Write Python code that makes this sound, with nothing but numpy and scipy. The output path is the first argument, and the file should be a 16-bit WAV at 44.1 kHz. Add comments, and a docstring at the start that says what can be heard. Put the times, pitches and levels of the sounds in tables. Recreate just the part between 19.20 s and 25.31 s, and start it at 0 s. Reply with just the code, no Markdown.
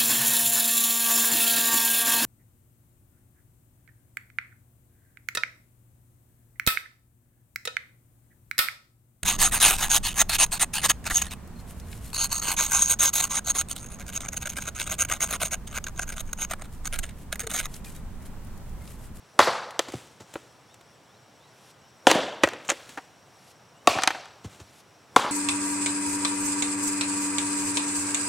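"""A grassy clearing at the edge of a wood: four axe blows on logs standing on a chopping block.
Each blow is gritty cracking noise and ringing log modes; the trees return it as banded, decaying noise.
Loose pieces knock in damped modes and thud onto the turf; filtered noise makes grass, chips and swishes.
Pulsed narrow noise gives the insects, gliding sines a far bird, and steady noise a faint rush of air,
all heard by a closely spaced pair of microphones."""
import sys
import numpy as np
from scipy import signal
from scipy.fft import rfft, irfft, next_fast_len
from scipy.io import wavfile
from scipy.ndimage import uniform_filter1d

SR = 44100
rng = np.random.default_rng(int(sys.argv[2]) if len(sys.argv) > 2 else 0)


def output_pcm(signal):
    """Save a mono or channel-first signal as 16-bit PCM at the path in sys.argv[1].

    Samples are clipped to [-1, 1] before scaling.
    """
    pcm = np.clip(np.atleast_2d(signal).T, -1, 1) * 32767
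    wavfile.write(sys.argv[1], SR, np.round(pcm).astype(np.int16))


N = 269451
TIME = np.arange(N) / SR
BLOW = TIME[:SR // 4]  # time axis of one short impact, s

# Axe blows, one for each log. Each row: start in seconds, ring level in dB, crack level in dB,
# crack t60 in seconds, gain of the ring's echo in dB, gain of the crack's echo in dB.
CHOPS = [(0.191, -1.5, -9, 0.023, 1, 6.5), (2.8689, 2, -10, 0.044, 1.5, 3), (4.6733, 2, -6, 0.016, -4, 2),
         (5.9619, 4.5, -12.5, 0.032, -2, 2)]
# Pieces dropping heavily. Each row: start in seconds, wood level in dB, wood pitch in Hz,
# soil level in dB, grass level in dB.
LANDINGS = [(0.2738, -16, 526, -39, -48), (0.686, -28, 360, -50, -39), (0.7379, -23, 360, -27, -43),
            (1.007, -36, 354, -42, -43.5), (2.953, -9, 295, -45, -35), (3.234, -16.5, 330, -28, -34),
            (4.753, -27.5, 410, -28, -51), (5.246, -31.5, 296, -26, -42), (5.402, -42.5, 293, -33.5, -46),
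            (6.044, -24, 265, -45, -63)]


def from_db(db):
    """Decibels to amplitude gain."""
    return 10 ** (np.asarray(db) / 20)


def rms_one(x):
    """Scale to unit power."""
    return x / np.sqrt(np.mean(x ** 2) + 1e-20)


def at_hz(points, hz, axis=1):
    """Read a column of a table on a log-frequency axis."""
    table = np.array(points)
    return np.interp(np.log(np.maximum(hz, 1)), np.log(table[:, 0]), table[:, axis])


def colour(x, spectrum):
    """Shape a signal with a smooth spectrum."""
    size = next_fast_len(len(x))
    gain = from_db(at_hz(spectrum, np.fft.rfftfreq(size, 1 / SR)))
    return irfft(rfft(x, size) * gain, size)[:len(x)]


def noise(spectrum, size, grain_db=0):
    """Coloured noise of unit power; uneven sample sizes make it gritty."""
    sizes = from_db(grain_db * np.minimum(rng.exponential(1, size), 5))
    return rms_one(colour(rng.standard_normal(size) * sizes, spectrum))


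def drift(rate_hz, size):
    """Slow chance with a spread of 1."""
    return noise([(rate_hz, 0), (rate_hz * 10, -60), (rate_hz * 100, -120)], size)


def fade(t, t60):
    """Exponential decay that starts at t = 0 and falls 60 dB in t60 seconds."""
    return (t >= 0) * 1000. ** (-np.maximum(t, 0) / t60)


def swell(s, rise_s, t60):
    """Grows exponentially until time s, then dies away."""
    growth = (TIME - s) / rise_s
    decay = (s - TIME) * np.log(1000) / t60
    return np.exp(np.maximum(np.minimum(growth, decay), -30))


def add(track, s, sound):
    """Mix a sound into a track at time s."""
    start = round(s * SR)
    track[start:start + len(sound)] += sound[:N - start]


def ring(modes, contact_s):
    """Damped modes of alternating sign, which build up while the contact lasts."""
    sines = 0
    for k, (hz, db, t60) in enumerate(modes):
        sines = sines + (-1) ** k * from_db(db) * np.sin(2 * np.pi * hz * BLOW) * fade(BLOW, t60)
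    return sines * (1 - np.exp(-BLOW / contact_s))


def air(level_db):
    """The faint rush of air: steady coloured noise, strongest in the bass."""
    # Spectrum of the air. Each row: frequency in Hz, relative level in dB per Hz.
    air_spectrum = [(15, -64.5), (25, -29), (120, 1), (236, -6.5), (489, -6), (695, -5), (1560, -10.5),
                    (1840, -13.5), (3080, -16.5), (4610, -19.5), (5570, -26.5), (6210, -22.5), (7710, -23),
                    (8360, -25), (16000, -37)]
    return from_db(level_db) * noise(air_spectrum, N)


def wings(hz, per_s, uneven, width=.08):
    """An insect's narrow band of sound, pulsing at a wandering rate."""
    pulses = np.cumsum(per_s * (1 + uneven * drift(4, N))) / SR
    band = [(hz / 2, -90), (hz / (1 + width), -45), (hz, 0), (hz * (1 + width), -45), (hz * 2, -90)]
    return noise(band, N) * np.sin(np.pi * pulses) ** 4


def insects(drone_db=-69, waver_db=1.5):
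    """A wavering noise drone, a pulsed trill that joins it for a while, and higher uneven chirps."""
    # Spectrum of the drone. Each row: frequency in Hz, relative level in dB per Hz.
    drone_spectrum = [(4400, -45), (5300, -10), (5650, -9.5), (6000, -14.5), (6800, -37.5)]
    # High chirping insects. Each row: pitch in Hz, level in dB, mean chirps per second, end in seconds.
    chirpers = [(7750, -72, 9.2, 6.8), (9700, -76, 5, 1.8)]
    out = from_db(drone_db + waver_db * drift(6.4, N)) * noise(drone_spectrum, N)

    # a nearer insect joins in
    trill_from_s, trill_to_s, trill_hz, trill_db, trill_pulses_per_s = 2.6, 5.5, 5620, -66.5, 53
    trill = from_db(trill_db) * wings(trill_hz, trill_pulses_per_s, uneven=0.088, width=.06)
    out += trill * (TIME > trill_from_s) * (TIME < trill_to_s)

    for hz, db, per_s, until_s in chirpers:
        out += from_db(db) * wings(hz, per_s, uneven=0.194) * (TIME < until_s)
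    return out


def rubbing():
    """Friction as swelling noise: crushed grass, rolls, chips, a skid, the sliding hand, the swish."""
    # Spectra of the rubbing surfaces. Each row: frequency in Hz, relative level in dB per Hz.
    crushed_grass, rolling_and_chips = [(300, 10), (1500, 3.5), (3000, 2), (5000, -0.5), (7500, 0),
                                        (11000, -13), (16000, -22)], [(300, 4.5), (1500, 2.5), (3500, 2.5), (5000, -2.5),
                                                      (7500, 1), (11000, -8.5), (16000, -17)]
    skid_spectrum, palm_spectrum, whoosh = [(1000, -19.5), (4800, -13), (6700, 7), (8800, -7), (9600, -21),
                                            (16000, -28)], [(800, -5), (2500, 10), (5000, 8.5), (8000, 6),
                                                          (12000, 4), (16000, -20)], [(100, -12.5), (500, 0.5),
                                                                        (1200, -8), (3000, -25.5),
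                                                                        (9000, -23), (16000, -35)]
    # Chips of bark falling. Each row: loudest moment in seconds, level in dB.
    chip_falls = [(.508, -38), (.722, -40), (1.139, -37.5), (1.543, -47), (1.611, -51.5), (3.450, -43),
                  (3.693, -42.5)]
    # Pieces rolling on through the dry grass. Each row: loudest moment in seconds, level in dB.
    roll_times = [(.775, -48), (1.15, -52.5), (3.519, -49), (3.71, -51), (5.33, -53.5)]

    crushed = sum(from_db(db) * swell(s, rise_s=0.0035, t60=.11) for s, *_, db in LANDINGS)
    chips = sum(from_db(db) * swell(s, rise_s=.0008, t60=0.028) for s, db in chip_falls)
    rolls = sum(from_db(db) * swell(s, rise_s=0.057, t60=0.63) for s, db in roll_times)
    # one piece skids on its bark as it clatters down
    skid = from_db(-27) * swell(3.502, rise_s=0.01, t60=.07)
    # a hand slides up the handle and stops ahead of the blow; the first stop would precede the start
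    slide_lead_s = .355
    palm = from_db(-57) * sum(swell(s - slide_lead_s, rise_s=0.13, t60=0.044) for s, *_ in CHOPS)
    # the head sweeps down through the air into each blow
    swish = from_db(-49) * sum(swell(s, rise_s=.03, t60=.02) for s, *_ in CHOPS)

    out = crushed * noise(crushed_grass, N, grain_db=5.5)
    out += (rolls + chips) * noise(rolling_and_chips, N, grain_db=4.5)
    out += skid * noise(skid_spectrum, N, grain_db=10.5)
    out += palm * noise(palm_spectrum, N, grain_db=1.0)
    return out + swish * noise(whoosh, N)


def crack(t60):
    """Fibres snap in a short gritty burst."""
    # Spectrum of snapping wood. Each row: frequency in Hz, relative level in dB per Hz.
    crack_spectrum = [(200, -24.5), (900, 1.5), (1800, 2.5), (3300, 0.5), (4900, -5), (6300, -1.5),
                      (7700, -4.5), (10000, -11), (13000, -26.5), (16000, -31.5)]
    return noise(crack_spectrum, len(BLOW), grain_db=1.0) * fade(BLOW, t60)


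def chops(bite_s=0.00066):
    """The blade bites, then the whole log rings; returns the direct sound and what goes to the trees."""
    # Modes of the four logs. Each row: frequency in Hz, relative level in dB, t60 in seconds.
    small_log, tall_log = [(350, -9, 0.02), (446, -15, .04), (561, -2.5, 0.028), (665, -8, 0.033),
                           (862, 0, 0.034), (1014, -4, .04), (1133, 3, 0.023), (1370, -2.5, 0.023),
                           (1824, -9, 0.025), (2300, -29.5, .03)], [(269, -7, 0.029), (368, -6, 0.018), (458.5, -20, 0.12),
                                              (533, -7.5, 0.049), (739, -7.5, 0.054), (840, -8.5, 0.038),
                                              (973, -7, 0.032), (1397, -14, 0.037), (1780, -8.5, 0.019),
                                              (3020, -3, 0.0085)]
    thick_log, knotty_log = [(251, -16.5, 0.039), (327, -14.5, 0.031), (488, -16, 0.044),
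                             (576, -17.5, 0.069), (714, -4, 0.037), (880, -16.5, 0.038),
                             (1123, -5.5, 0.041), (1335, -16.5, 0.033), (1820, -22.5, 0.051),
                             (3710, -20, 0.054)], [(270, -11.5, 0.024), (344, -12.5, 0.016),
                                                (457, -13.5, 0.038), (530, -19, 0.055), (748, -13, 0.05),
                                                (848, -13, 0.037), (1014, -3, 0.027), (1144, -11.5, 0.041),
                                                (1380, -9, 0.029), (3700, -16.5, 0.021)]
    logs = [small_log, tall_log, thick_log, knotty_log]
    direct, sent = np.zeros((2, N))
    for (s, ring_db, crack_db, t60, ring_echo_db, crack_echo_db), log in zip(CHOPS, logs):
        body = from_db(ring_db) * ring(log, contact_s=0.00057)
        snap = from_db(crack_db) * crack(t60)
        add(direct, s, snap)
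        add(direct, s + bite_s, body)
        add(sent, s, from_db(ring_echo_db) * body + from_db(crack_echo_db) * snap)
    return direct, sent


def forest(x, rise_s=.005, patchy_db=2.0, far_t60=0.21, far_tail=0.31, level_db=-36):
    """Countless small echoes, first from the bushes, then a duller wave from the trunks.
    They arrive from all directions with unrelated phases, so each band keeps only its energy."""
    # Scattering by the wood. Each row: frequency in Hz, near bushes in relative dB,
    # tree line in relative dB, t60 in seconds.
    scatter = [(120, -11, -5.5, 1), (298.3, -7.5, -12.5, 0.67), (600, -9.5, -5, 0.97),
               (1100, -10, -19.5, 1), (2200, -3.5, -24, 0.72), (4660, -1, -28, 0.72), (8220, -7, -39, 0.5),
               (14000, 0.5, -30, 0.2)]
    bushes_s, tree_line_s = .004, .075  # delays of the two waves
    step = 32  # samples per energy frame
    t, out = TIME[:SR:step], 0
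    edges = np.geomspace(80, 17000, 22)  # band edges, Hz
    white = rng.standard_normal((2, N))
    for k, (low, high) in enumerate(zip(edges, edges[1:])):
        band = signal.butter(2, [low, high], "band", fs=SR, output="sos")
        centre_hz = np.sqrt(low * high)
        near_db, far_db, t60 = (at_hz(scatter, centre_hz, axis=column) for column in (1, 2, 3))
        near = from_db(near_db) * fade(t - bushes_s, t60) * (1 - np.exp(-t / rise_s))
        far_shape = fade(t - tree_line_s, far_t60) + far_tail * fade(t - tree_line_s, t60)
        far = from_db(far_db) * far_shape
        energy = np.add.reduceat(signal.sosfilt(band, x + 1e-18) ** 2, np.arange(0, N, step))
        returned = np.abs(signal.fftconvolve(energy, near ** 2 + far ** 2)[:len(energy)])
        # foliage stands in clumps, so the echoes come in patches
        patches = rms_one(uniform_filter1d(rng.standard_normal(len(energy)), size=12))
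        level = np.sqrt(returned) * from_db(patchy_db * patches)
        out = out + np.interp(TIME, TIME[::step], level) * rms_one(signal.sosfilt(band, white[k % 2]))
    return from_db(level_db) * out


def knocks(focus_db=2.5, crack_t60=0.014, minor_db=-6.5, minor_t60=0.053, count=4):
    """Loose pieces collide and rebound; contacts favour modes near one pitch and wake a crowd of others."""
    # Wood on wood. Each row: start in seconds, piece, ring level in dB, most excited pitch in Hz,
    # crack level in dB, loss per rebound in dB (small = a clatter).
    contacts = [(0.2018, "split", -7.5, 1120, -20, 17.5), (.5924, "split", -14, 880, -10, 15),
                (1.1557, "billet", -24, 650, -51, 23), (2.8995, "billet", -17.5, 1340, -19.5, 0),
                (2.9144, "round", -10.5, 550, -8, 19), (3.2352, "billet", -6, 1050, -11.5, 6),
                (3.2740, "billet", -21.5, 750, -30, 14), (3.2879, "round", -31, 1600, -28, 20),
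                (3.3340, "billet", -32, 1400, -35, 23), (3.4894, "billet", -21, 1500, -37, 24),
                (3.4941, "split", -19, 1770, -20, .5), (3.5171, "billet", -23.5, 604, -25, 11),
                (3.7739, "round", -27.5, 990, -39, 2), (4.786, "round", -17.5, 1200, -44, 13),
                (4.8209, "round", -23, 1900, -25, 22), (4.8352, "round", -15, 1580, -12, 19),
                (4.8747, "round", -9.5, 1420, -9, 20), (4.9051, "round", -18.5, 1610, -40, 20),
                (4.9474, "round", -27.5, 1090, -52, 5.5), (5.0566, "round", -38, 1460, -42, 13)]
    # Modes of a thin split, a thick billet and a whole round.
    # Each row: frequency in Hz, relative level in dB, t60 in seconds.
    pieces = { "split": [(337, -2, 0.03), (464, 2, 0.026), (538, 2, 0.023), (666, 4, 0.02),
              (1210, -2.5, 0.011), (1813, -8.5, 0.027), (2500, -13.5, 0.017), (3376, -9, 0.04),
              (7200, -1.5, 0.009)], "billet": [(334, -0.5, 0.042), (455, -4.5, 0.027), (560, -6, 0.046),
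              (860, -8, 0.02), (1120, -13.5, 0.022), (1380, -11, 0.02), (1610, -12.5, 0.036),
              (1922, -8.5, 0.05), (2480, 3, 0.011), (3080, -2, .016), (4060, -5.5, 0.023)],
              "round": [(310, -2, 0.038), (496, -18.5, 0.035), (764, -4, 0.044), (923, -7, 0.049),
              (1203, -6.5, 0.023), (1510, 3.5, 0.0086), (1844, -7, 0.03), (2380, -3.5, 0.013),
              (3400, -15.5, .015), (6180, -1.5, 0.019)]}
    # a piece rocks between its ends: time between touches, and its share of chance
    rebound_s, rebound_spread = .0037, .1
    echo_db = -10.5  # part of a knock that goes to the trees
    out = np.zeros(N)
    for s, piece, ring_db, best_hz, crack_db, loss_db in contacts:
        favoured = [(hz, db - focus_db * np.log2(hz / best_hz) ** 2, t60) for hz, db, t60 in pieces[piece]]
        wood = ring(favoured, contact_s=0.00059)
        crowd = [(best_hz / 6, -28), (best_hz / 2, -3), (best_hz, 0), (best_hz * 2, -5), (best_hz * 12, -42)]
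        for touch in range(count):
            minor = from_db(minor_db) * noise(crowd, len(BLOW)) * fade(BLOW, minor_t60)
            sound = from_db(ring_db) * (wood + minor) + from_db(crack_db) * crack(crack_t60)
            add(out, s, from_db(-loss_db * touch) * sound)
            s += rebound_s * (1 + rebound_spread * rng.uniform(-0.91, 1))
    return out, from_db(echo_db) * out


def thud(hz, t60, puff_db=-8):
    """The soil damps a log to a few blunt modes and a dull puff."""
    # A log bedded in soil. Each row: multiple of its pitch, relative level in dB, share of the t60.
    turf_modes = [(.68, -6, 0.906), (1.0, -0.5, 0.74), (1.42, -7, .8), (2.05, -17.5, 0.69)]
    modes = [(hz * multiple, level, t60 * share) for multiple, level, share in turf_modes]
    push = ring(modes, contact_s=.5 / hz)
    dull = [(hz / 8, -40), (hz / 4, -18), (hz, 0), (hz * 2, -5), (hz * 8, -36), (hz * 20, -60)]
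    puff = noise(dull, len(BLOW)) * fade(BLOW, t60) * (1 - np.exp(-2 * BLOW * hz))
    return push + from_db(puff_db) * puff


def thuds():
    """The block jolts under every blow; a landing piece sounds first, then the soil beneath it."""
    # every blow drives the block into the ground
    jolt_lag_s, jolt_db, jolt_hz, jolt_t60_s = .016, -25.5, 117, 0.052
    wood_t60_s, soil_t60_s = 0.043, 0.098
    soil_lag_s, soil_pitch_share = 0.0048, 0.344  # the soil gives way later and lower than the wood
    out = np.zeros(N)
    for s, *_ in CHOPS:
        add(out, s + jolt_lag_s, from_db(jolt_db) * thud(jolt_hz, jolt_t60_s))
    for s, wood_db, hz, soil_db, _ in LANDINGS:
        add(out, s, from_db(wood_db) * thud(hz, wood_t60_s))
        add(out, s + soil_lag_s, from_db(soil_db) * thud(hz * soil_pitch_share, soil_t60_s))
    return out


def trunks(x):
    """A few distinct, duller echoes stand out of the scatter."""
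    # Single trunks that answer a blow. Each row: delay in seconds, level in dB before colouring.
    trunk_echoes = [(.021, -21), (0.031, -17.5), (.079, -23), (.086, -26.5), (.101, -22), (.119, -25.5),
                    (.138, -39), (.169, -31)]
    # Colour of their echo. Each row: frequency in Hz, gain in dB.
    trunk_colour = [(150, -13), (500, -0.5), (1100, 1), (2500, -2.5), (8000, -20.5)]
    out = np.zeros(N)
    for delay, db in trunk_echoes:
        add(out, delay, from_db(db) * x)
    return colour(out, trunk_colour)


def bird(blur=0.97):
    """A far bird's gliding whistles, their level made uneven as the foliage blurs them."""
    # Shapes of the slurred whistles: pitches in Hz at evenly spaced moments.
    slurs = {"rising": [3150, 3700, 4400], "low": [2700, 2950, 3100], "arched": [3500, 4700, 3100]}
    # The song. Each row: start in seconds, name of the slur.
    song = [(1.17, "rising"), (1.46, "rising"), (1.87, "rising"), (2.17, "rising"), (2.58, "low"),
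            (4.53, "low"), (5.40, "arched")]
    slur_s, bird_db = .125, -67.5  # length and level of one slur
    out, along = np.zeros(N), np.linspace(0, 1, round(slur_s * SR))
    for s, slur in song:
        pitch = np.interp(along, np.linspace(0, 1, len(slurs[slur])), slurs[slur])
        level = from_db(bird_db) * np.sin(np.pi * along) * (1 + blur * drift(90, len(along)))
        add(out, s, level * np.sin(2 * np.pi * np.cumsum(pitch) / SR))
    return out


def microphone_difference(mid, spread_s=0.044):
    """The two microphones catch slightly different reflections, more so in the treble."""
    # Width of the pair. Each row: frequency in Hz, side gain in dB.
    width = [(60, -60), (500, -30), (1000, -30.5), (2000, -23.5), (4000, -19), (8000, -20.5), (16000, -16)]
    paths = rng.standard_normal(len(BLOW)) * fade(BLOW, spread_s)
    return colour(signal.fftconvolve(mid, paths / np.linalg.norm(paths))[:N], width)


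def scene():
    """Everything reaches a closely spaced pair of microphones, nearly in mono."""
    around = air(-56.5) + insects() + rubbing() + bird()
    chop, chop_sent = chops()
    knock, knock_sent = knocks()
    ground = thuds()
    sent = chop_sent + knock_sent + from_db(-8.5) * ground  # what goes to the trees
    mid = chop + knock + ground + forest(sent) + trunks(sent) + around
    side = microphone_difference(mid) + air(-67.5)
    balance = from_db([[.12], [-.12]])  # left a touch louder
    return np.array([mid + side, mid - side]) * balance


def record(dry, low_cut_hz=62, top_cut_hz=17300):
    """The microphone sheds the deepest bass, the loudest peaks overload softly, the top is cut."""
    thin = signal.sosfilt(signal.butter(3, low_cut_hz, "high", fs=SR, output="sos"), dry)
    rounded = thin / (1 + thin ** 4) ** (1 / 4)
    return signal.sosfilt(signal.cheby2(14, 70, top_cut_hz, fs=SR, output="sos"), rounded)


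dry = scene()
out = record(dry)
output_pcm(out)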